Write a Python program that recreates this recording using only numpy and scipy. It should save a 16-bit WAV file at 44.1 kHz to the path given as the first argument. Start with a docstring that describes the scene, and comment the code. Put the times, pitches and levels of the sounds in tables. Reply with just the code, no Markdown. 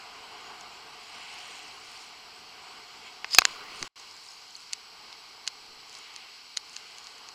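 """Waterproof camera on a choppy sea

Wind and breaking ripples hiss through a plastic case riding low in the water. Drops tick on it and
bubbles ring. One swish of water ends in a hard slap that overloads the microphone. Soon after, the
sound drops out for a brief gap. A thin electronic whine lies under everything."""
import sys
import numpy as np
from scipy import signal
from scipy.fft import rfft, irfft, next_fast_len
from scipy.io import wavfile
from scipy.ndimage import uniform_filter1d, map_coordinates

SR = 44100
rng = np.random.default_rng(int(sys.argv[2]) if len(sys.argv) > 2 else 0)


def wav_out(sig):
    """Save sig, one row per channel (or a flat mono array), as 16-bit PCM at SR to the path in sys.argv[1]."""
    wavfile.write(sys.argv[1], SR, np.round(np.clip(np.atleast_2d(sig).T, -1, 1) * 32767).astype(np.int16))


N = 323694
GAP_START_S, GAP_END_S = 3.879, 3.958


def amp(db):
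    """Turn decibels into a gain."""
    return 10 ** (np.asarray(db) / 20)


def unit(x):
    """Scale a sound to an average power of 1."""
    return x / np.sqrt(np.mean(x ** 2) + 1e-20)


def along(points, hz):
    """Read between (pitch_hz, value) points on a logarithmic pitch scale."""
    pitches, values = np.transpose(points)
    return np.interp(np.log(hz + 1), np.log(pitches + 1), values)


def before_after(first, second):
    """Use the first value until the middle of the gap, then the second."""
    return np.where(np.arange(N) / SR < (GAP_START_S + GAP_END_S) / 2, first, second)


def wobble(rate):
    """A smooth curve through `rate` random values a second."""
    return map_coordinates(rng.standard_normal(int(N * rate / SR) + 4), [np.arange(N) * rate / SR])


def add(track, start_s, sound):
    """Mix a short sound into a track."""
    part = track[max(round(start_s * SR), 0):][:len(sound)]
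    part += sound[:len(part)]


def filtered(x, response):
    """Scale each pitch in a sound by the gain response(hz)."""
    size = next_fast_len(N + SR // 2)
    return irfft(rfft(x, size) * response(np.fft.rfftfreq(size, 1 / SR)), size)[..., :N]


def noise(spectrum):
    """Steady noise with the given tone colour."""
    return unit(filtered(rng.standard_normal(N), lambda hz: amp(along(spectrum, hz))))


def fuzzy_tone(pitch_hz, width_hz):
    """Noise squeezed into a narrow band around one pitch."""
    return unit(filtered(rng.standard_normal(N), lambda hz: 1 / (1 + ((hz - pitch_hz) / width_hz) ** 2)))


def shell_db(hz):
    """The closed plastic shell boosts some pitches from outside and weakens others."""
    # the shell's peaks and dips: pitch_hz, width_hz, gain_db
    bands = [(443.6, 80, 7), (518, 80, -2), (1223, 67, 2), (1325, 140, -3), (1757, 220, -6.5),
             (2230, 150, 3), (2820, 360, 1), (3645, 330, -6.5), (6280, 300, -3.5), (7260, 700, 4.5),
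             (8900, 500, 1), (9880, 980, 8)]
    return sum(db * np.exp(-2 * ((hz - centre) / width) ** 2) for centre, width, db in bands)


def rush(spectrum, patchy_db):
    """Noise with drifting louder and softer patches, heard through the shell."""
    grid = signal.stft(rng.standard_normal(N), nperseg=512)[2]
    patches = uniform_filter1d(rng.standard_normal(grid.shape), size=6, axis=0)  # smooth over pitch
    patches = uniform_filter1d(patches, size=12, axis=1)  # and over time
    patchy = signal.istft(grid * amp(patchy_db * unit(patches)), nperseg=512)[1][:N]
    return unit(filtered(patchy, lambda hz: amp(along(spectrum, hz) + shell_db(hz))))


def gusts(breeze_db=-56.5):
    """How far the wind rises above the usual breeze, in decibels."""
    # wind strength, one curve before the gap and one after: time_s, level_db
    strength = [
        [(0.0, -52), (0.51, -51), (0.95, -54), (1.38, -53), (2.02, -56), (2.48, -56), (2.65, -53.5),
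         (3.25, -56.5)],
        [(3.97, -57.5), (4.17, -57.5), (4.6, -60), (4.97, -56.5), (6.08, -57.5), (6.24, -59), (6.5, -61),
         (6.94, -57), (7.34, -56)],
    ]
    first, second = (np.interp(np.arange(N) / SR, *np.transpose(curve)) for curve in strength)
    return before_after(first, second) - breeze_db


def wind(gust_db, tone_hz=730, tone_width_hz=36, rumble_grows=.6, tone_grows=.88):
    """Wind rumbles on the case, rushes past it and blows a weak hollow tone; gusts lift all three."""
    # how the case catches the breeze, before and after the gap: rumble_db, air_db, tone_db
    exposure = [(-62.6, -55.1, -63), (-65.3, -55.5, -71.5)]
    # tone colours of the rumble and the rushing air: pitch_hz, level_db
    rumble_colour = [(10, -10), (30, -3), (100, -0.5), (230, 2.5), (400, -4.5), (700, -15.5), (1500, -49.5),
                     (4000, -95)]
    air_colour = [(100, -43.5), (300, -8.5), (430, -8), (620, -8), (800, 1.5), (1150, 2), (1550, -2),
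                  (2100, -7.5), (4000, -38), (9000, -89.5)]
    flutter = wobble(14)
    rumble_db, air_db, tone_db = map(before_after, *exposure)
    rumble = amp(rumble_db + rumble_grows * gust_db + .9 * flutter) * rush(rumble_colour, patchy_db=.5)
    air = amp(air_db + gust_db + .5 * flutter) * rush(air_colour, patchy_db=1)
    return rumble + air + amp(tone_db + tone_grows * gust_db) * fuzzy_tone(tone_hz, tone_width_hz)


def crests():
    """Small waves break nearby, swelling and fading; gives one gain for their wash, one for their foam."""
    # breaking crests: peak_s, half_length_s, wash_db, foam_db
    waves = [(1.33, .26, -48.3, -56), (1.55, .16, -60, -55.5), (1.96, 0.11, -53.5, -54),
             (3.072, .02, -49, -72), (3.488, .05, -52, -55), (3.811, .06, -52, -52),
             (4.039, 0.13, -59.5, -61), (4.277, 0.09, -66, -57), (4.573, .12, -70, -62),
             (5.968, 0.062, -55, -57.5), (6.169, 0.19, -52.5, -72), (6.929, 0.25, -55, -60.5)]
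    peak_s, half_length_s, wash_db, foam_db = np.transpose(waves)[:, :, None]
    swell = np.exp(-((np.arange(N) / SR - peak_s) / half_length_s) ** 2)
    return [np.sqrt(np.sum(amp(db) ** 2 * swell, axis=0)) for db in (wash_db, foam_db)]


def sea(gust_db, breaking, foam, wind_share=.38, foam_fizz_db=-4, foam_spray_db=-3.5):
    """Choppy water: the wash of small crests, the fizz of their foam and finer spray."""
    # the sea between crests, before and after the gap: wash_db, fizz_db, spray_db
    calm = [(-53.5, -53, -66.5), (-55.5, -52, -73.5)]
    # tone colours of the three water sounds: pitch_hz, level_db
    wash_colour = [(300, -31.5), (1000, -9), (1700, -3), (2200, -0.5), (2900, 2), (3300, 0.5), (3800, -3),
                   (5000, -20.5), (9000, -52.5)]
    fizz_colour = [(1500, -36.5), (3000, -15), (3800, -1), (4400, 3.5), (5100, 0.5), (5900, -6.5),
                   (7000, -17), (9000, -23), (15000, -59)]
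    spray_colour = [(3000, -35.5), (5500, 5), (6500, 6), (7500, -0.5), (8400, 2), (9500, -15), (11000, -23),
                    (15000, -29)]
    wash_db, fizz_db, spray_db = map(before_after, *calm)
    wash_gain = np.hypot(amp(wash_db + wind_share * gust_db), breaking)  # hypot adds the two powers
    fizz_gain = np.hypot(amp(fizz_db), amp(foam_fizz_db) * foam)
    spray_gain = np.hypot(amp(spray_db + wind_share * gust_db), amp(foam_spray_db) * foam)
    churn = wobble(14)
    wash = wash_gain * amp(.45 * churn) * rush(wash_colour, patchy_db=.57)
    fizz = fizz_gain * amp(.3 * churn) * rush(fizz_colour, patchy_db=.7)
    spray = spray_gain * amp(.4 * churn) * rush(spray_colour, patchy_db=4)
    return wash + fizz + spray


def whine(pitch_hz=7880, width_hz=42, level_db=-70):
    """The camera's electronics make a thin, fuzzy tone."""
    return amp(level_db) * fuzzy_tone(pitch_hz, width_hz)


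def hiss(level_db):
    """A faint, steady, very high hiss."""
    # tone colour of the hiss: pitch_hz, level_db
    colour = [(20, -11), (8000, -17.5), (11500, 7.5), (13500, 3.5), (15200, 4.5), (15500, -32.5)]
    return amp(level_db) * noise(colour)


def contact(level_db, thud_db, snap_db, thud_hz, crack_db=-6, vary_db=1.5, focus_db=7):
    """Water hits the case, which cracks and rings briefly; soft hits thud, sharp ones snap."""
    # the case's ringing tones: pitch_hz, level_db, ring_s (time to fade by 60 dB)
    case_tones = [(435, -6.5, 0.024), (756, -7, 0.026), (1092, 2.5, 0.012), (1530, -2, .012),
                  (1580, -4, 0.012), (2130, 6.5, 0.0087), (2573, 4, .012), (2902, -3, 0.009),
                  (3900, 1, 0.0041), (4185, 5, 0.0068), (4790, -0.5, 0.012), (5255, -7.5, 0.019),
                  (6280, 4, 0.0082), (6640, 8, 0.0049), (7080, 2.5, .006), (8200, -10, 0.0036),
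                  (9660, -7, 0.0024), (13200, -20.5, .004)]
    # tone colour of the crack: pitch_hz, level_db
    crack_colour = [(200, -17), (700, -8), (1400, 12), (4500, 9.5), (7300, 0.5), (8300, -8), (10200, -4),
                    (11400, -26.5), (15000, -34)]
    edges_hz = (200, 2700, 5800, 15500)  # borders of the thud, middle and snap bands
    attack_s, crack_s, energy_span_s = .0003, .0093, .004

    def favour_db(hz):
        """In the thud band, pitches far from the hit's own are weaker."""
        return -focus_db * np.abs(np.log2((hz + 1) / thud_hz)) * (hz < edges_hz[1])

    t = np.arange(SR // 25) / SR
    onset = 1 - np.exp(-(t / attack_s) ** 2)
    bins_hz = np.fft.rfftfreq(len(t), 1 / SR)
    hz, tone_db, ring_s = np.transpose(case_tones)[:, :, None]
    strength = amp(tone_db + favour_db(hz) + vary_db * rng.standard_normal(hz.shape))
    tones = strength * amp(-60 * t / ring_s) * np.sin(2 * np.pi * (hz * t + rng.random(hz.shape)))
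    burst = rfft(rng.standard_normal(len(t))) * amp(along(crack_colour, bins_hz) + favour_db(bins_hz))
    shares = amp([thud_db, 0, snap_db])  # the three bands share the hit's energy
    sound = np.zeros(len(t))
    for low, high, share in zip(edges_hz, edges_hz[1:], shares / np.linalg.norm(shares)):
        ring = tones[(hz[:, 0] >= low) & (hz[:, 0] < high)].sum(axis=0)
        crack = irfft(burst * ((bins_hz >= low) & (bins_hz < high)), len(t)) * amp(-60 * t / crack_s)
        hit = (unit(ring) + amp(crack_db) * unit(crack)) * onset
        sound += share * hit * np.sqrt(energy_span_s * SR / np.sum(hit ** 2))
    return amp(level_db) * sound


def drop(level_db, snap_db):
    """One drop ticks on the case, too light to thud much."""
    return contact(level_db, thud_db=-9.5, snap_db=snap_db, thud_hz=2350, focus_db=10.5)


def drops(splinter_s=.0065, splinter_db=-16.5):
    """Single drops land, each with a tiny splinter of water just before it and just after."""
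    # drops on the case: start_s, level_db, snap_db (compared with the middle band)
    landings = [(0.61, -45.5, 5), (3.31, -39, -6), (3.4093, -34.5, -2.5), (4.7328, -25, -1.5),
                (5.127, -41, -13), (5.4762, -23, -3.5), (5.951, -42, -6), (6.162, -37, -3),
                (6.5716, -22.5, -3.5), (6.765, -33, -2.5), (6.9835, -41, -4), (7.07, -41, -5),
                (7.288, -40.5, -2)]
    track = np.zeros(N)
    for start_s, level_db, snap_db in landings:
        add(track, start_s, drop(level_db, snap_db))
        for side in (-1, 1):
            offset_s = side * splinter_s * (.5 + rng.random())
            add(track, start_s + offset_s, drop(level_db + splinter_db, snap_db))
    return track


def foam_crackle(foam, foam_db=-1.5, count=1500, pitch_hz=5400, spread=.26, cycles=4, scatter_db=.5):
    """Tiny drops and bursting bubbles ping in the foam; the smallest are the highest and faintest."""
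    t = np.arange(SR // 100) / SR
    track = np.zeros(N)
    pings = zip(rng.random(count), rng.exponential(size=count), rng.standard_normal(count))
    for when, strength, detune in pings:
        hz = np.clip(pitch_hz * np.exp(spread * detune), SR / 12, SR / 3)
        ping = np.sin(2 * np.pi * hz * t) * np.exp(-t * hz / cycles) * min(1, pitch_hz / hz)
        add(track, when * N / SR, amp(scatter_db * min(strength, 3.2)) * ping)
    return amp(foam_db) * foam * unit(filtered(track, lambda hz: amp(shell_db(hz))))


def bubbles(cycles=7, rise=.024):
    """A new bubble rings briefly, its pitch lifting slightly as it nears the surface."""
    # larger bubbles: start_s, level_db, pitch_hz
    plinks = [(1.7128, -36, 3950), (4.1112, -33, 5130), (4.2873, -30, 5000), (4.307, -34, 5150),
              (4.553, -25, 4300)]
    t = np.arange(SR // 40) / SR
    track = np.zeros(N)
    for start_s, level_db, hz in plinks:
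        age = t * hz / cycles
        swell = np.exp(-age) * (1 - np.exp(-t * hz / 2))
        add(track, start_s, amp(level_db) * swell * np.sin(2 * np.pi * hz * t * (1 + rise * age / 2)))
    return track


def slaps():
    """Water slaps the case several times in quick succession."""
    # slaps: start_s, level_db, thud_db, snap_db (both compared with the middle band), thud_hz
    hits = [(3.245, -27.5, 7, -21, 1500), (3.3476, -17.5, -3.5, 5, 1920), (3.385, -4, -2, -9.5, 1920),
            (3.3859, -2.5, 2, -4.5, 1860), (3.3906, -18.5, -1, -3, 1480), (3.419, -21.5, 7, -16, 1197),
            (3.4523, -12.5, -1.5, -0.5, 1756), (3.827, -27, -1, -1, 1620)]
    track = np.zeros(N)
    for start_s, level_db, thud_db, snap_db, thud_hz in hits:
        add(track, start_s, contact(level_db, thud_db, snap_db, thud_hz))
    return track


def swish(full_s=3.333, end_s=3.395, level_db=-30.3):
    """A fluttering sheet of water sweeps over the case: it builds, sags and drains away."""
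    # tone colour of the sheet of water: pitch_hz, level_db
    colour = [(300, -29.5), (1200, -23.5), (3000, -9), (4200, -7), (4750, 4), (5100, 9), (5600, -17),
              (6500, -12), (8300, -15.5), (10000, -28.5), (12500, -29), (15000, -35)]
    rise_db_per_s, sag_db_per_s, drain_db_per_s = 646, 121.5, 599
    t = np.arange(N) / SR
    shape_db = (level_db - rise_db_per_s * np.maximum(full_s - t, 0)
                - sag_db_per_s * np.maximum(t - full_s, 0)
                - drain_db_per_s * np.maximum(t - end_s, 0))
    return amp(shape_db + 2.4 * wobble(300)) * noise(colour)


def shoves():
    """Pushes of water shake the case with a low rumble."""
    # pushes: peak_s, level_db, half_length_s
    pushes = [(3.391, -39, 0.0045), (3.5, -59, 0.18), (3.831, -39.5, .018), (5.7, -63, .16)]
    colour = [(10, 4.5), (40, -2.5), (120, -2), (300, -4.5), (900, -18), (3000, -81)]  # pitch_hz, level_db
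    t = np.arange(N) / SR
    push = sum(amp(db) * np.exp(-((t - peak_s) / half_s) ** 2) for peak_s, db, half_s in pushes)
    return push * noise(colour)


def backwash(start_s=3.41, attack_s=.07, level_db=-43.5, fade_db_per_s=11):
    """Water churns on behind the splash, fading until the gap cuts it off."""
    # tone colour of the churned water: pitch_hz, level_db
    colour = [(100, -10), (400, -6), (700, -9), (1150, 2.5), (2000, -3.5), (3200, -4.5), (5000, -7),
              (8000, -32.5)]
    age_s = np.maximum(np.arange(N) / SR - start_s, 0)
    churn = np.minimum(age_s / attack_s, 1) * amp(level_db - fade_db_per_s * age_s)
    return before_after(churn, 0) * rush(colour, patchy_db=2.5)


def spatter(foam, count=30, level_db=-51, scatter_db=2, snap_db=4, snap_scatter_db=3):
    """After the gap, faint droplets tick on the case at random, most often while a crest foams."""
    chance = np.cumsum(before_after(0, foam ** 1.5))
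    track = np.zeros(N)
    for when, (size, sharpness) in zip(rng.random(count), rng.standard_normal((count, 2))):
        start_s = np.searchsorted(chance, when * chance[-1]) / SR
        add(track, start_s, drop(level_db + scatter_db * size, snap_db + snap_scatter_db * sharpness))
    return track


def scene(shared_hiss_db=-77, own_hiss_db=-75):
    """The same sound feeds both channels, and a separate faint hiss is added to each."""
    gust_db = gusts()
    breaking, foam = crests()
    water = sea(gust_db, breaking, foam) + foam_crackle(foam) + spatter(foam) + bubbles()
    splashes = slaps() + drops() + swish() + backwash() + shoves()
    mono = water + splashes + wind(gust_db) + whine() + hiss(shared_hiss_db)
    return mono + np.array([hiss(own_hiss_db), hiss(own_hiss_db)])


def record(dry, hardness=6, gap_db=-37.5, top_hz=15900, top_edge_hz=170):
    """The slap overloads the microphone, the sound drops out briefly, and bass and top treble are cut."""
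    # how the camera thins the bass: pitch_hz, gain_db
    low_cut = [(20, -3.5), (200, -7), (330, -2.5), (480, -1), (700, 0)]
    t = np.arange(N) / SR
    clipped = dry / (1 + np.abs(dry) ** hardness) ** (1 / hardness)
    gap_gain = np.where((t > GAP_START_S) & (t < GAP_END_S), amp(gap_db), 1)
    gapped = clipped * uniform_filter1d(gap_gain, size=40)
    high_cut = lambda hz: (1 - np.tanh((hz - top_hz) / top_edge_hz)) / 2
    return filtered(gapped, lambda hz: amp(along(low_cut, hz)) * high_cut(hz))


dry = scene()
out = record(dry)
wav_out(out)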